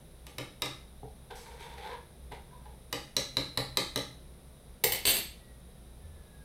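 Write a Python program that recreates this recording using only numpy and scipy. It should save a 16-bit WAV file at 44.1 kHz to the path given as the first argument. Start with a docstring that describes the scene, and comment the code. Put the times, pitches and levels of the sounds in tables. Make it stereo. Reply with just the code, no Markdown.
"""A steel spoon stirs seasoning paste into a saucepan of broth in a small, hard-walled kitchen.
It clinks on the pan and rubs along the bottom while the broth plops and sizzles, then is tapped clean
six times. Put down on the counter, it bounces and rocks to rest. Each hit is a brief metal chatter plus
ringing modes. Rumble, hiss and mains hum lie underneath; a faint whine and one dull thump come late."""
import sys
import numpy as np
from scipy import signal
from scipy.fft import rfft, irfft, next_fast_len
from scipy.io import wavfile
from scipy.ndimage import uniform_filter1d

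SR = 44100
rng = np.random.default_rng(int(sys.argv[2]) if len(sys.argv) > 2 else 0)


def master_out(mix):
    """Clip the mix to full scale and print it as 16-bit PCM to the path in sys.argv[1]."""
    frames = np.transpose(np.atleast_2d(mix))
    ceiling = np.clip(frames, -1, 1)
    pcm = np.round(ceiling * 32767).astype(np.int16)
    wavfile.write(sys.argv[1], SR, pcm)


N = 284004
TIME_S = np.arange(N) / SR
RING_TIME_S = TIME_S[:SR // 3]

# room echo: freq_hz, t60_s, level_db
ROOM_BANDS = [(100, 0.64, 1.5), (416, 0.26, 9), (1550, 0.4, 6.5), (3450, 0.43, 6), (8100, 0.37, 0.5),
              (15500, 0.39, -11)]
# left-right likeness of echo and of air: freq_hz, correlation
ECHO_LIKENESS = [(40, 0.2), (150, -0.029), (500, 0.79), (1000, -0.0099), (4000, -0.26), (7000, 0.51),
                 (12000, 0.91)]
AIR_LIKENESS = [(40, 0.89), (75, 0.96), (130, 0.76), (250, 0.44), (1000, 0.051), (4000, 0.033),
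                (7000, 0.92), (12000, 1)]
# right microphone port behind the left: freq_hz, lag_rad
PORT_LAG = [(2000, 0), (3100, .8), (3900, 0), (4550, -.8), (6100, -.1), (7150, 3.14), (7540, 5.4),
            (8100, 7), (8900, 6.3), (11500, 6.3), (13100, 7.2), (15500, 8.7)]
# kitchen air: freq_hz, gain_db
RUMBLE_SPECTRUM = [(12, -49), (20, -10.5), (29, 1.5), (43, -9), (65, 0.5), (90, -18), (129, -6),
                   (258, -14.5), (293, -26), (332, -16.5), (549, -17), (967, -26), (1700, -30.5),
                   (2150, -30.5), (3000, -35.5), (3900, -26.5), (6600, -120)]
HISS_SPECTRUM = [(2000, -20), (3000, -3), (3900, -0.5), (5000, -0.5), (6400, -5), (7150, -2), (8200, -7.5),
                 (9500, 7.5), (11000, 1), (13200, -5), (15500, 0)]
# mains hum: freq_hz, level_db
HUM_TONES = [(60, -54.5), (120, -75)]
# whine: time_s, level_db
WHINE_ENVELOPE = [(5.3, -82), (5.45, -68), (5.72, -86), (6.05, -78), (6.15, -74), (6.26, -73),
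                  (6.35, -69.5), (6.44, -67)]

# broth washing up the hot wall: start_s, level_db
SIZZLES = [(1.353, -53), (1.602, -61)]
# sizzle: freq_hz, gain_db
SIZZLE_SPECTRUM = [(1000, -12), (4000, 4), (8000, 5.5), (12000, -2), (14500, -1), (16000, -14)]
# bubbles: start_s, pitch_hz, level_db, broth_db
PLOPS = [(1.031, 776, -31.5, -8), (1.310, 863, -34, -15), (2.319, 783, -28, -21), (2.664, 870, -39, -24)]
# broth under a plop: freq_hz, gain_db, t60_s
BROTH_MODES = [(438, 2.5, 0.081), (273, -9, 0.087), (133, -0.5, 0.15)]
# spoon over the pan bottom: start_s, length_s, pressure_db, resonance_hz, rise_hz_per_s, grit_db
STROKES = [(1.301, 0.017, -47.5, 830, 300, -3), (1.33, 0.25, -55, 904, 50, 0),
           (1.595, 0.017, -56, 907, 400, 4.5), (1.624, 0.11, -56, 892, 404, 0),
           (1.772, 0.047, -55, 790, 900, 3), (1.828, 0.096, -45.5, 824, 1500, -5),
           (2.311, 0.012, -50.5, 797, 300, -1), (2.5, 0.075, -61, 967, 400, -11),
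           (2.652, 0.0056, -55.5, 846, 300, -6)]
# resonances under the spoon: freq_hz, glide_share, width_hz, gain_db
RUB_MODES = [(470, .1, 90, -7), (900, 1, 115, -2), (1600, .3, 220, -10)]
# grit under the spoon: freq_hz, gain_db
GRIT_SPECTRUM = [(200, -73), (500, -3), (800, -7), (1300, -7), (2200, 2.5), (2800, -5.5), (3600, 2.5),
                 (5500, -15), (15000, -21)]

# spoon landing on the counter: start_s, level_db, counter_db, steel_db
LANDINGS = [(4.8382, -9.5, -10.5, -13), (4.8400, -9.5, -3.5, -4), (4.921, -15.5, -1.5, -3.5),
            (4.934, -19.5, -10, -9)]
# spoon tipping over: start_s, level_db, steel_db
SLAPS = [(4.948, -22, -12), (4.959, -22, -9), (5.053, -8.5, -7.5), (5.074, -9, -8.5), (5.081, -10, -4.5),
         (5.092, -10.5, -10), (5.099, -19, -2), (5.113, -19, -6), (5.133, -23, -14), (5.167, -13.5, -6),
         (5.186, -19.5, -6)]
# cracks on the counter: freq_hz, gain_db
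LANDING_SPECTRUM = [(50, -17), (120, 1.5), (250, -11), (480, 6), (700, -7), (950, 0.5), (1400, -16),
                    (2100, 9), (2500, -5), (3100, -1.5), (3400, -1.5), (4200, 1.5), (5000, -3),
                    (6600, -5.5), (8000, -0.5), (9000, -1.5), (10500, -2), (13300, 0), (14500, 12),
                    (15600, 5.5), (16000, -21)]
ROCK_SPECTRUM = [(90, -5.5), (230, -10.5), (370, -2.5), (750, -10.5), (1350, -14), (2200, -3.5), (3100, -3),
                 (4500, -0.5), (5500, -17), (6100, -13), (7100, -7.5), (8200, -13), (10000, -14),
                 (15500, -14)]
# counter top: freq_hz, gain_db, t60_s
COUNTER_MODES = [(129.6, -27, 0.3), (455, -20, 0.07), (520, -23, 0.1), (2010, -19, 0.11), (2110, -14, 0.05),
                 (3030, -15, 0.05)]
# free spoon, by the side it lands on: freq_hz, on_edge_db, on_bowl_db, t60_s
SPOON_MODES = [(2735, -29, -21, .08), (3058, -13, -17, .05), (3545, -25, -18, .07), (3900, -22, -20, .05),
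               (4484, -19, -17, .1), (4670, -24, -22, .13), (6130, -27, -29, .15), (6955, -26, -21, .13),
               (7540, -16, -26, .15), (8091, -15, -16, .15), (8205, -23, -21, .15), (8892, -18, -20, .18),
               (11175, -19, -19, .21), (11552, -24, -23, .24), (12550, -16, -22, .3),
               (13104, -23, -19, .22), (14260, -11, -17, .19), (14326, -13, -19, .22),
               (15470, -8, -27, .09)]

# held spoon hitting the pan: start_s, level_db, bowl_hz, bowl_db, edge_hz, edge_db,
# body_db, tilt_db_per_octave, hollow_db, hard_db, tick_db
TAPS = [(0.267, -34.5, 3880, -17, 5200, -17, -1.5, 1, 0, -3, 6),
        (0.383, -23, 3870, -8, 5230, -8.5, -3, -0.5, 1.5, 3.5, 2.5),
        (0.620, -20.5, 3800, -1.5, 4830, -2, -3, -0.5, 7, 7.5, 9),
        (0.659, -31, 3670, -4, 5650, -8, 0.5, -2, 10, -8, 6),
        (2.320, -32.5, 3900, -30, 4500, -24, -9, -1.5, 4, -1, -9),
        (2.927, -20.5, 3890, -4.5, 4620, -5.5, -1.5, 0.5, -2, 3, 7),
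        (3.166, -21, 4005, 6, 5490, 4.5, 1, 1, 3, -7, 13.5),
        (3.369, -20, 4010, 5, 5340, -9.5, 1.5, 1, 2, -9, 1),
        (3.574, -17.5, 3995, 1, 4620, -7, -1, 0.3, 1.5, -9, 2.5),
        (3.7713, -16, 3954, 2, 4370, -6.5, -0.5, 1.6, 0.5, 0.5, 9.5),
        (3.959, -18, 3970, -0.5, 5530, -8.5, -3, -0.1, -3.5, 1, 5.5),
        (3.976, -30, 3960, 0, 5550, -12, -8, -1, -5, 0, 12)]
# first touch and crack of a tap: freq_hz, gain_db
TICK_SPECTRUM = [(1900, -14), (7000, -1.5), (9300, -0.5), (10700, -8), (12900, -4.5), (13900, 1),
                 (16000, -13.5)]
TAP_SPECTRUM = [(70, -32.5), (200, -5), (300, 2), (600, 7), (720, -8), (820, 6.5), (1060, -1.5),
                (1230, 3.5), (1430, -9), (1850, 4.5), (2130, 4.5), (2300, -0.5), (2500, 2), (2650, -7.5),
                (2900, 1.5), (3800, -5), (5000, -10), (5400, -17), (7000, -12), (8500, -11), (10800, -6.5),
                (14000, -16), (16000, -43)]
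# held spoon's edge: pitch_ratio, gain_db
EDGE_SPECTRUM = [(.6, -45), (.74, -22), (.79, -6), (.84, -4), (.9, -22), (.97, -3), (1, 1), (1.05, -4),
                 (1.1, -9), (1.15, -4), (1.21, -18), (1.4, -45)]
# held spoon's bowl: pitch_ratio, gain_db, t60_s
BOWL_MODES = [(1, 0, .022), (1.002, -18, .15), (.974, -22, .11)]
# pan full of broth: freq_hz, gain_db, t60_s
PAN_MODES = [(130, -23, .23), (185, -30, .1), (279, -21, .17), (345, -24, .06), (430, -25, .1),
             (485, -25, .13), (556, -24, .09), (824, -25, .03), (1210, -23, .025), (2080, -24, .02),
             (2950, -25, .02), (3640, -27, .05)]


def from_db(db):
    """Decibels to gain."""
    return 10 ** (np.asarray(db) / 20)


def unit_rms(x):
    """Scale to unit rms."""
    return x / np.sqrt(np.mean(x ** 2) + 1e-20)


def at_hz(points, hz):
    """Read a table on a log-frequency axis."""
    f, value = np.transpose(points)
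    return np.interp(np.log(np.maximum(hz, 1)), np.log(f), value)


def add(track, start_s, sound):
    """Mix a sound into a track."""
    start = int(start_s * SR)
    track[start:start + len(sound)] += sound[:N - start]


def min_phase(x, gain):
    """Causal filter with the given gain per frequency bin."""
    size = 2 * (gain.shape[-1] - 1)
    cepstrum = irfft(np.log(gain))[..., :size // 2]
    cepstrum[..., 1:] *= 2
    return irfft(rfft(x, size) * np.exp(rfft(cepstrum, size)))[..., :x.shape[-1]]


def colour(x, spectrum, tilt_db_per_octave=0):
    """Tilted filter of unit power gain."""
    size = 2 * next_fast_len(x.shape[-1] // 2 + 2048)
    hz = np.arange(size // 2 + 1) * SR / size
    tilted = [(f, db + tilt_db_per_octave * np.log2(f)) for f, db in spectrum]
    return min_phase(x, unit_rms(from_db(at_hz(tilted, hz))))


def flatten(x, fine_hz, broad_hz):
    """Level a noise burst's chance peaks and holes, so it has no pitch."""
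    size = 2 * next_fast_len(x.shape[-1])
    power = np.abs(rfft(x, size)) ** 2
    fine, broad = (uniform_filter1d(power, int(hz * size / SR)) + 1e-12 for hz in (fine_hz, broad_hz))
    return min_phase(x, np.sqrt(broad / fine))


def stereo_noise(likeness, size):
    """White noise pair, correlation set per frequency."""
    mid, side = rfft(rng.standard_normal((2, size)))
    alike = np.clip(at_hz(likeness, np.arange(len(mid)) * SR / size), -1, 1)
    return irfft(np.sqrt(1 + alike) * mid + np.sqrt(1 - alike) * side * [[1], [-1]], size)


def wander(turns_per_s):
    """Random curve, unit rms."""
    turns = rng.standard_normal(int(TIME_S[-1] * turns_per_s) + 2)
    return unit_rms(np.interp(TIME_S * turns_per_s, np.arange(len(turns)), turns))


def resonance(x, hz, width_hz):
    """Movable resonance: a low-pass around a turning phase, unit rms."""
    carrier = np.exp(2j * np.pi * np.cumsum(hz) / SR)
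    pole = np.exp(-np.pi * width_hz / SR)
    baseband = signal.lfilter([1], [1, -2 * pole, pole ** 2], x / carrier)
    return unit_rms((baseband * carrier).imag)


def ring(modes, spread_db=2, detune=0):
    """Decaying sines of alternating sign; level and pitch can scatter per blow."""
    scatter = rng.uniform(-1.06, 1, (len(modes), 2))
    out = 0
    for k, ((hz, db, t60_s), (louder, sharper)) in enumerate(zip(modes, scatter)):
        envelope = from_db(db + spread_db * louder - 60 * RING_TIME_S / t60_s)
        out += (-1) ** k * envelope * np.sin(2 * np.pi * hz * (1 + detune * sharper) * RING_TIME_S)
    return out


def crack(spectrum, decay_s, tilt_db_per_octave=0):
    """Metal chatters for a few milliseconds on contact."""
    t = TIME_S[:SR // 20]
    burst = rng.standard_normal(len(t)) * np.sqrt(t) * np.exp(-t / decay_s)
    chatter = flatten(burst, fine_hz=450, broad_hz=8000)
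    return colour(chatter / np.linalg.norm(chatter), spectrum, tilt_db_per_octave)


def kitchen_echo(build_s=0.0018, wall_s=0.034, wall_db=-15):
    """Dense reflections dying band by band, plus one slap from a far wall."""
    t = TIME_S[:int(SR * .7)]
    noise = rfft(stereo_noise(ECHO_LIKENESS, len(t)))
    hz = np.arange(len(t) // 2 + 1) * SR / len(t)
    echo = 0
    for band, (_, t60_s, db) in enumerate(ROOM_BANDS):
        share = at_hz([(row[0], k == band) for k, row in enumerate(ROOM_BANDS)], hz)
        fade = from_db(-60 * t / t60_s) * (1 - np.exp(-(t / build_s) ** 2))
        echo += from_db(db) * irfft(noise * share, len(t)) * fade / np.linalg.norm(fade) / np.sqrt(2)
    echo[:, int(wall_s * SR)] += from_db(wall_db)
    return echo


def place(x, echo, wet_db, treble_left_db, split_hz=1200):
    """Direct sound plus room, with the treble panned."""
    paths = from_db(wet_db) * echo
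    paths[:, 0] += 1
    stereo = signal.fftconvolve(x[None], flatten(paths, fine_hz=70, broad_hz=700), axes=1)[:, :N]
    bass = signal.sosfilt(signal.butter(1, split_hz, fs=SR, output="sos"), stereo)
    return bass + (stereo - bass) * from_db([[treble_left_db / 2], [-treble_left_db / 2]])


def whine(start_hz=1975, sag_hz_per_s=300, width_hz=25):
    """Narrow noise band sliding down; fades and returns."""
    times_s, levels_db = np.transpose(WHINE_ENVELOPE)
    age_s = TIME_S - times_s[0]
    envelope = (age_s > 0) * from_db(np.interp(TIME_S, times_s, levels_db))
    return envelope * resonance(rng.standard_normal(N), start_hz - sag_hz_per_s * age_s, width_hz)


def background(rumble_db=-52, hiss_db=-62.5):
    """Rumble, hiss, mains hum and whine, slightly left."""
    rumble = from_db(rumble_db) * unit_rms(colour(stereo_noise(AIR_LIKENESS, N), RUMBLE_SPECTRUM))
    hiss = from_db(hiss_db) * unit_rms(colour(stereo_noise(AIR_LIKENESS, N), HISS_SPECTRUM))
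    hum = sum(from_db(db) * np.sin(2 * np.pi * hz * TIME_S) for hz, db in HUM_TONES)
    return (rumble + hiss + hum + whine()) * from_db([[.7], [-.7]])


def thump(start_s=6.039, pitch_hz=79, level_db=-45.5, t60_s=0.65, attack_s=0.0034):
    """One soft, low blow."""
    out = np.zeros(N)
    add(out, start_s, ring([(pitch_hz, level_db, t60_s)]) * (1 - np.exp(-RING_TIME_S / attack_s)))
    return out


def sizzles(grain_db=3, fade_db_per_s=78):
    """Broth fizzes on the hot wall, fading as the patch dries."""
    envelope = sum((TIME_S > s) * from_db(db - fade_db_per_s * np.abs(TIME_S - s)) for s, db in SIZZLES)
    grains = rng.standard_normal(N) * from_db(grain_db * rng.exponential(1, N))
    return envelope * unit_rms(colour(grains, SIZZLE_SPECTRUM))


def plops(attack_s=0.0019, bubble_t60_s=0.02):
    """A bubble rings briefly; the broth answers lower down."""
    out = np.zeros(N)
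    for start_s, hz, db, broth_db in PLOPS:
        plop = ring([(hz, 0, bubble_t60_s)]) + from_db(broth_db) * ring(BROTH_MODES)
        add(out, start_s, from_db(db) * plop * (1 - np.exp(-RING_TIME_S / attack_s)))
    return out


def rubbing(slips_per_s=2500, grain_db=1.5, flutter_per_s=45, flutter_db=2.5, waver_share=.018,
            swell_share=0.84, release_db_per_s=309, grit_gain_db=-2.3, ring_gain_db=1):
    """The spoon catches and slides; tiny slips excite grit and resonances that rise along each stroke."""
    pressure = grit_level = rings = 0
    main_hz = rest_hz = RUB_MODES[1][0]
    for start_s, length_s, db, hz, rise_hz_per_s, grit_db in STROKES:
        t = TIME_S - start_s
        swell = np.clip(t / (swell_share * length_s), 0, 1) ** .5
        stroke = swell * from_db(db - release_db_per_s * np.clip(t - length_s, 0, 1))
        pressure += stroke
        grit_level += stroke * from_db(grit_db)
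        main_hz = np.where(t < 0, main_hz, hz + rise_hz_per_s * np.minimum(t, .5))
    flutter = from_db(flutter_db * wander(flutter_per_s))
    slips = flutter * (rng.random(N) < slips_per_s / SR) * rng.standard_normal(N)
    slips *= from_db(grain_db * np.minimum(rng.exponential(1, N), 3))
    for hz, glide_share, width_hz, db in RUB_MODES:
        waver = 1 + waver_share * wander(flutter_per_s)
        rings += from_db(db) * resonance(slips, (hz + glide_share * (main_hz - rest_hz)) * waver, width_hz)
    grit = grit_level * unit_rms(colour(slips, GRIT_SPECTRUM))
    return from_db(grit_gain_db) * grit + from_db(ring_gain_db) * pressure * rings


def landing(crack_gain_db=14, counter_gain_db=-5, steel_gain_db=-1):
    """The spoon hits the counter with bowl and handle, then bounces once."""
    knocks, steel = np.zeros((2, N))
    modes = [(hz, on_edge_db, t60_s) for hz, on_edge_db, _, t60_s in SPOON_MODES]
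    for start_s, db, counter_db, steel_db in LANDINGS:
        add(knocks, start_s, from_db(db + crack_gain_db) * crack(LANDING_SPECTRUM, decay_s=0.0023))
        add(knocks, start_s, from_db(db + counter_db + counter_gain_db) * ring(COUNTER_MODES))
        add(steel, start_s, from_db(db + steel_db + steel_gain_db) * ring(modes, detune=.0016))
    return knocks, steel


def rocking(start_s=5.066, count=17, gap_s=.0097, gap_ratio=0.92, touch_db=-19.5, fade_db_per_s=67,
            uneven_db=5, ring_db=-14, ring_fade_db_per_s=161, crack_gain_db=7.5, steel_gain_db=0.5):
    """The spoon slaps the counter and rocks on its bowl, touches growing quicker and weaker."""
    early, strength = rng.uniform(-1, 1, (2, count))
    gaps_s = gap_s * gap_ratio ** np.arange(count)
    age_s = np.cumsum(gaps_s) - gaps_s * (1 + early / 4)
    knocks_db = touch_db - fade_db_per_s * age_s + uneven_db * strength
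    rings_db = ring_db - ring_fade_db_per_s * age_s
    touches = list(zip(start_s + age_s, knocks_db, rings_db))
    slaps = [(hit_s, db, db + steel_db) for hit_s, db, steel_db in SLAPS]
    modes = [(hz, on_bowl_db, t60_s) for hz, _, on_bowl_db, t60_s in SPOON_MODES]
    knocks, steel = np.zeros((2, N))
    for hit_s, db, steel_db in slaps + touches:
        add(knocks, hit_s, from_db(db + crack_gain_db) * crack(ROCK_SPECTRUM, decay_s=0.0015))
        lag_s = rng.uniform(0, .0004)
        add(steel, hit_s + lag_s, from_db(steel_db + steel_gain_db) * ring(modes, detune=.0016))
    return knocks, steel


def ticks(gain_db=2):
    """First touch of steel on the pan: a very bright click."""
    out = np.zeros(N)
    for start_s, db, *_, tick_db in TAPS:
        add(out, start_s, from_db(db + tick_db + gain_db) * crack(TICK_SPECTRUM, decay_s=0.0011))
    return out


def clinks(bowl_lag_s=0.00076, edge_gain_db=12):
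    """The spoon's bowl and edge ring, soon damped by the hand."""
    out = np.zeros(N)
    for start_s, db, bowl_hz, bowl_db, edge_hz, edge_db, *_ in TAPS:
        bowl = ring([(ratio * bowl_hz, gain_db, t60_s) for ratio, gain_db, t60_s in BOWL_MODES])
        edge = crack([(ratio * edge_hz, gain_db) for ratio, gain_db in EDGE_SPECTRUM], decay_s=0.0022)
        add(out, start_s + bowl_lag_s, from_db(db + bowl_db) * bowl)
        add(out, start_s, from_db(db + edge_db + edge_gain_db) * edge)
    return out


def pan_taps(crack_gain_db=9.5, chatter_s=0.0018, hollow_hz=1240, hard_hz=3000, hump_octaves=.22,
             body_below_hz=1000, body_lag_s=.0007, slosh_detune=.012):
    """A crack coloured by the spot hit, then a dull knock from the pan, retuned by sloshing broth."""
    out = np.zeros(N)
    freqs_hz, base_db = np.transpose(TAP_SPECTRUM)
    hollow, hard = (np.exp(-(np.log2(freqs_hz / hz) / hump_octaves) ** 2) for hz in (hollow_hz, hard_hz))
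    for start_s, db, *_, body_db, tilt_db_per_octave, hollow_db, hard_db, _ in TAPS:
        modes = [(hz, gain_db + body_db * (hz < body_below_hz), t60_s) for hz, gain_db, t60_s in PAN_MODES]
        knock = ring(modes, spread_db=5, detune=slosh_detune)
        spot = list(zip(freqs_hz, base_db + hollow_db * hollow + hard_db * hard))
        add(out, start_s, from_db(db + crack_gain_db) * crack(spot, chatter_s, tilt_db_per_octave))
        add(out, start_s + body_lag_s, from_db(db) * knock)
    return out


def scene():
    """Pan and counter in one room, mostly a little left."""
    echo = kitchen_echo()
    pan = place(pan_taps(), echo, wet_db=2, treble_left_db=1)
    pan += place(clinks(), echo, wet_db=-2.5, treble_left_db=8)
    pan += place(ticks(), echo, wet_db=-1.5, treble_left_db=-0.3)
    pan += place(rubbing() + sizzles() + plops() + thump(), echo, wet_db=-3.5, treble_left_db=0)
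    drop, drop_ring = landing()
    rattle, rattle_ring = rocking()
    counter = place(drop, echo, wet_db=0, treble_left_db=1.5)
    counter += place(rattle, echo, wet_db=-0.95, treble_left_db=3)
    counter += place(drop_ring + rattle_ring, echo, wet_db=-8, treble_left_db=-0.5)
    return pan + counter + background()


def record(dry):
    """The microphone's two ports differ in treble phase; steep low-pass at 16 kHz."""
    lag_rad = at_hz(PORT_LAG, np.arange(N // 2 + 1) * SR / N)
    right = irfft(rfft(dry[1]) * np.exp(-1j * lag_rad), N)
    lowpass = signal.ellip(10, .2, 80, 16000, fs=SR, output="sos")
    return signal.sosfilt(lowpass, np.array([dry[0], right]))


dry = scene()
out = record(dry)
master_out(out)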